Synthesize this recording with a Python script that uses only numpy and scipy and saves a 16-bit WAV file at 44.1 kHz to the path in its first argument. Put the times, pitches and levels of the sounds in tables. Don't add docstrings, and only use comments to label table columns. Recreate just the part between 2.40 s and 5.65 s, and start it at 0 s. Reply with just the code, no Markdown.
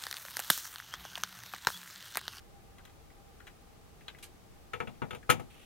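import sys
import numpy as np
from scipy import signal
from scipy.fft import rfft, irfft
from scipy.io import wavfile

SR = 44100
rng = np.random.default_rng(int(sys.argv[2]) if len(sys.argv) > 2 else 0)


def generate_wav(sig):
    pcm = np.round(np.clip(np.atleast_2d(sig).T, -1, 1) * 32767).astype(np.int16)
    wavfile.write(sys.argv[1], SR, pcm)


N = 143325
RING_TIME_S = np.arange(SR // 2) / SR

# pitch_hz, relative_db
AIR_TONE = [(12, -21), (20, -0.5), (70, 0), (306, -11), (342, -10), (404, -13), (452, -8.5), (505, -15),
            (788, -14), (958, -19.5), (1230, -18.5), (1450, -22), (15500, -33.5)]
# pitch_hz, likeness_0_to_1
AIR_LIKENESS = [(30, 0.15), (100, 0.033), (400, 0.1), (1500, 0.067), (8000, 0.017)]
# pitch_hz, level_db, width_hz
FAN_TONES = [(472, -78.5, 16), (800.7, -70.5, 25), (1210, -78.5, 54), (1546, -89, 22), (357, -77.5, 30)]
# pitch_hz, fade_s (every fade_s is the time to fall by 60 dB)
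ROOM_FADES = [(100, .55), (500, 0.19), (2000, 0.28), (10000, 0.17)]
# start_s, length_s, level_db, slips_per_s, brightness_0_to_1
SLIDE_EVENTS = [(1.825, 0.017, -48, 2500, 1), (3.098, .17, -62, 1500, 0.36)]
# pitch_hz, relative_db
SCRAPE_TONE = [(200, -12), (1000, -5), (2200, 4.5), (4000, 5), (5500, -0.5), (10000, 2), (13500, -3),
               (16000, -30)]
# pitch_hz, relative_db
RUB_TONE = [(200, -16), (1800, -7), (2700, 13), (3500, 0), (4600, -20), (7500, -15), (15000, -19)]
# start_s, level_db, pitch_hz, boost_at_pitch_db, snap_db
TICK_EVENTS = [(0.383, -28.5, 2480, -1, -5), (0.393, -31, 1370, 11, -15), (0.4514, -27, 3250, 3.5, 4),
               (0.475, -34, 2600, -2, -13), (.497, -36.5, 2240, 1, 0), (.703, -36, 2140, 9, -6),
               (1.002, -25.5, 1500, 15, -2), (1.0686, -24.5, 1690, 0, -7), (1.076, -24, 2300, 2, -10),
               (1.099, -46, 1500, 3, 2), (1.609, -32, 2380, 13, -12), (1.6811, -13.5, 3760, 12, -11.5),
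               (1.748, -27.5, 2150, 18, -4), (1.786, -28.5, 3140, 1, 2), (2.551, -39, 2410, 15, 0),
               (2.828, -28, 1650, 10, -23)]
# pitch_hz, relative_db, fade_s
WIRE_TONES = [(1534, -9.5, 0.094), (1860, -21, 0.072), (1984, -7, 0.052), (2540, -9, 0.1),
              (2426, -17, 0.23), (2940, -20, 0.17), (3270, -4.5, 0.028), (3960, -8.5, 0.041)]
# pitch_hz, relative_db
WIRE_NOISE = [(100, -12), (900, 5), (1500, 9.5), (3800, 0), (4700, -10.5), (6500, -0.5), (8000, -4.5),
              (15000, -9.5)]
# pitch_hz, fade_s
WIRE_FADES = [(500, 0.053), (3000, 0.068), (12000, 0.059)]
# start_s, level_db, thump_db, hollow_db, bite_db, snap_db
KNOCK_EVENTS = [(2.3336, -1.5, -6.5, 14, 1, -12.5), (2.4026, -0.5, 1, 5, -2, -16),
                (2.4726, -14.5, 9, -2, 5, -11), (2.6185, -4, 7, -2.5, -2, -21),
                (2.7071, -13, 4.5, 5.5, 8.5, -0.5), (2.73, -18, 13.5, -5, 2.5, -6),
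                (2.748, -18, 6.5, 3, 5.5, 6.5), (2.8925, 4.5, 2, 5.5, -5.5, -11),
                (2.8977, 5.5, 2.5, -2.5, 3, -5), (2.9, 10, -3.5, -1, 0.5, 5), (2.9062, -3.5, -1, -10, 3, 9),
                (2.9967, -19, 16, 1, 0.5, 5.5)]
# pitch_hz, relative_db, fade_s
CABINET_TONES = [(90, -19.5, 0.18), (119.4, -8.5, 0.15), (160, -21.5, .28), (226.2, -15.5, 0.35),
                 (370.4, -14.5, 0.11), (450.8, -17, 0.17), (492.7, -16, 0.15), (856, -22, 0.078),
                 (1289, -7, 0.092), (1447, -11, 0.06), (1560, -19.5, 0.027), (1750, -17.5, 0.067),
                 (2153, -16.5, 0.05), (2311, -15.5, 0.12), (2762, -15.5, 0.069), (3450, -20.5, 0.11)]
# pitch_hz, relative_db
CABINET_NOISE = [(40, -44.5), (100, 6.5), (240, 2), (400, -6), (640, -2), (900, 4.5), (1080, -2),
                 (1300, 1.5), (1750, -2.5), (2700, -2.5), (3500, -8.5), (4200, -15), (5500, -19.5),
                 (6600, -12), (8000, -19.5), (10500, -15), (15500, -24.5)]
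# pitch_hz, fade_s
CABINET_FADES = [(100, 0.23), (400, 0.34), (1000, .1), (2500, 0.083), (6000, 0.09), (14000, 0.061)]
# pitch_hz, left_minus_right_db
LEFT_LOUDER = [(100, 7), (500, 8.5), (1400, 8.5), (3000, 4.5), (6500, 3), (9500, 5), (13000, -3)]
# pitch_hz, lead_radians
LEFT_AHEAD = [(130, 3.2), (500, 2.27), (1300, 2.12), (2400, 0.14), (5000, 1.95), (9000, 2), (14000, 1.5)]

AIR_DB, AIR_LEFT_DB = -56, 0.4
WALL_DELAY_S, WALL_DB, ROOM_DB = 0.019, -12.5, -15
SLIDE_RISE_S, SLIDE_TAIL_S = 0.0048, 0.018
THUMP_HZ, HOLLOW_HZ, BITE_HZ, SNAP_HZ = 1026, 467, 3220, 4640
BUILD_SHARE = 0.0041
TONE_SPREAD_DB = 2
TREBLE_LIMIT_HZ = 15950


def gain(db):
    return 10 ** (np.asarray(db) / 20)


def unit_level(sound):
    return sound / np.sqrt(np.mean(sound ** 2) + 1e-20)


def look_up(table, hz):
    pitches, values = np.transpose(table)
    return np.interp(np.log(hz + 1), np.log(pitches + 1), values)


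def frequencies(sound):
    return np.fft.rfftfreq(sound.shape[-1], 1 / SR)


def hump(centre_hz, octaves):
    return np.exp(-.5 * (np.log2((frequencies(RING_TIME_S) + 1) / centre_hz) / octaves) ** 2)


def add(mix, start_s, sound):
    part = mix[:, round(start_s * SR):][:, :sound.shape[1]]
    part += sound[:, :part.shape[1]]


def colour(sound, db):
    size = sound.shape[-1]
    log_gain = np.log(gain(db))
    mirrored = np.r_[log_gain, log_gain[1:(size + 1) // 2][::-1]]
    response = np.exp(np.conj(signal.hilbert(mirrored)))[:len(db)]
    return irfft(rfft(sound) * response, size)


def blend_sides(noise, likeness):
    left, other = rfft(noise)
    right = likeness * left + np.sqrt(1 - likeness ** 2) * other
    return irfft(np.array([left, right]), noise.shape[-1])


def place_left(sound, lean):
    hz = frequencies(sound)
    left = gain(lean * look_up(LEFT_LOUDER, hz) / 2)
    right = np.exp(-1j * lean * look_up(LEFT_AHEAD, hz)) / left
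    average = np.sqrt((left ** 2 + left ** -2) / 2)
    return irfft(rfft(sound) * np.array([left, right]) / average, N)


def ring_down(fade_s):
    build = 1 - np.exp(-RING_TIME_S / (BUILD_SHARE * fade_s))
    return build * np.exp(-np.log(1000) * RING_TIME_S / fade_s)


def fading_noise(fades):
    noise = rfft(rng.choice([-1., 1.], (2, len(RING_TIME_S))))
    pitches, fade_times = np.transpose(fades)
    out = 0
    for fade_s, share in zip(fade_times, np.eye(len(fades))):
        band = look_up(np.c_[pitches, share], frequencies(RING_TIME_S))
        fade = ring_down(fade_s)
        out = out + irfft(noise * band) * fade / np.linalg.norm(fade)
    return out


def struck_metal(tones, noise_shape, fades, tones_db, noise_db):
    wall = np.roll(gain(WALL_DB) * fading_noise(fades), round(WALL_DELAY_S * SR), axis=1)
    direct = blend_sides(fading_noise(fades), likeness=0.89)
    room = gain(ROOM_DB) * fading_noise(ROOM_FADES)
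    noise = colour(direct + wall + room, look_up(noise_shape, frequencies(RING_TIME_S)))
    clear = 0
    for hz, db, fade_s in tones:
        cycles = hz * rng.uniform(1.0, 1.01) * RING_TIME_S + rng.random()
        tone = np.sin(2 * np.pi * cycles) * ring_down(fade_s)
        clear = clear + gain(db + TONE_SPREAD_DB * rng.standard_normal()) * tone / np.linalg.norm(tone)
    return gain(noise_db) * noise / np.linalg.norm(noise[0]) + gain(tones_db) * clear


def contact_db(thump_db, snap_db):
    hz = frequencies(RING_TIME_S)
    return thump_db / (1 + (hz / THUMP_HZ) ** 4) + snap_db * (1 - 1 / (1 + (hz / SNAP_HZ) ** 3))


def room_air():
    hz = frequencies(np.zeros(N))
    noise = blend_sides(rng.standard_normal((2, N)), look_up(AIR_LIKENESS, hz))
    return gain(AIR_DB) * unit_level(colour(noise, look_up(AIR_TONE, hz)))


def fan():
    out = np.zeros((2, N))
    for pitch_hz, db, width_hz in FAN_TONES:
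        noise = blend_sides(rng.standard_normal((2, N)), likeness=0.49)
        band = 1 / (1 + (2 * (frequencies(out) - pitch_hz) / width_hz) ** 2)
        out += gain(db) * unit_level(irfft(rfft(noise) * band, N))
    return out


def slides():
    out = np.zeros((2, N))
    hz, size = frequencies(RING_TIME_S), len(RING_TIME_S)
    for start_s, length_s, db, slips_per_s, brightness in SLIDE_EVENTS:
        slips = rng.standard_normal((2, size)) * (rng.random(size) < slips_per_s / SR)
        ringing = irfft(rfft(slips) * rfft(fading_noise(WIRE_FADES)))
        tone_db = brightness * look_up(SCRAPE_TONE, hz) + (1 - brightness) * look_up(RUB_TONE, hz)
        scrape = colour(blend_sides(ringing, likeness=0.45), tone_db)
        rise = np.minimum(RING_TIME_S / SLIDE_RISE_S, 1)
        fall = np.exp(-np.maximum(RING_TIME_S - length_s, 0) / SLIDE_TAIL_S)
        add(out, start_s, gain(db) * rise * fall * unit_level(scrape))
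    return out


def wire_ticks():
    out = np.zeros((2, N))
    for start_s, db, pitch_hz, boost_db, snap_db in TICK_EVENTS:
        ring = struck_metal(WIRE_TONES, WIRE_NOISE, WIRE_FADES, tones_db=-1.5, noise_db=4.5)
        tick = colour(ring, boost_db * hump(pitch_hz, octaves=0.35) + contact_db(0, snap_db))
        add(out, start_s, gain(db) * tick / np.linalg.norm(tick[0]))
    return place_left(out, lean=0.8)


def cabinet_knocks():
    out = np.zeros((2, N))
    for start_s, db, thump_db, hollow_db, bite_db, snap_db in KNOCK_EVENTS:
        ring = struck_metal(CABINET_TONES, CABINET_NOISE, CABINET_FADES, tones_db=-3, noise_db=-4.5)
        panel_db = hollow_db * hump(HOLLOW_HZ, octaves=0.18) + bite_db * hump(BITE_HZ, octaves=0.39)
        add(out, start_s, gain(db) * colour(ring, contact_db(thump_db, snap_db) + panel_db))
    return place_left(out, lean=0.87)


def scene():
    balance = gain([[AIR_LEFT_DB], [-AIR_LEFT_DB]])
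    return cabinet_knocks() + wire_ticks() + slides() + balance * (room_air() + fan())


def record(dry):
    low_pass = signal.firwin(511, TREBLE_LIMIT_HZ, window=("kaiser", 9), fs=SR)
    return signal.oaconvolve(dry, low_pass[None], "same")


dry = scene()
out = record(dry)
generate_wav(out)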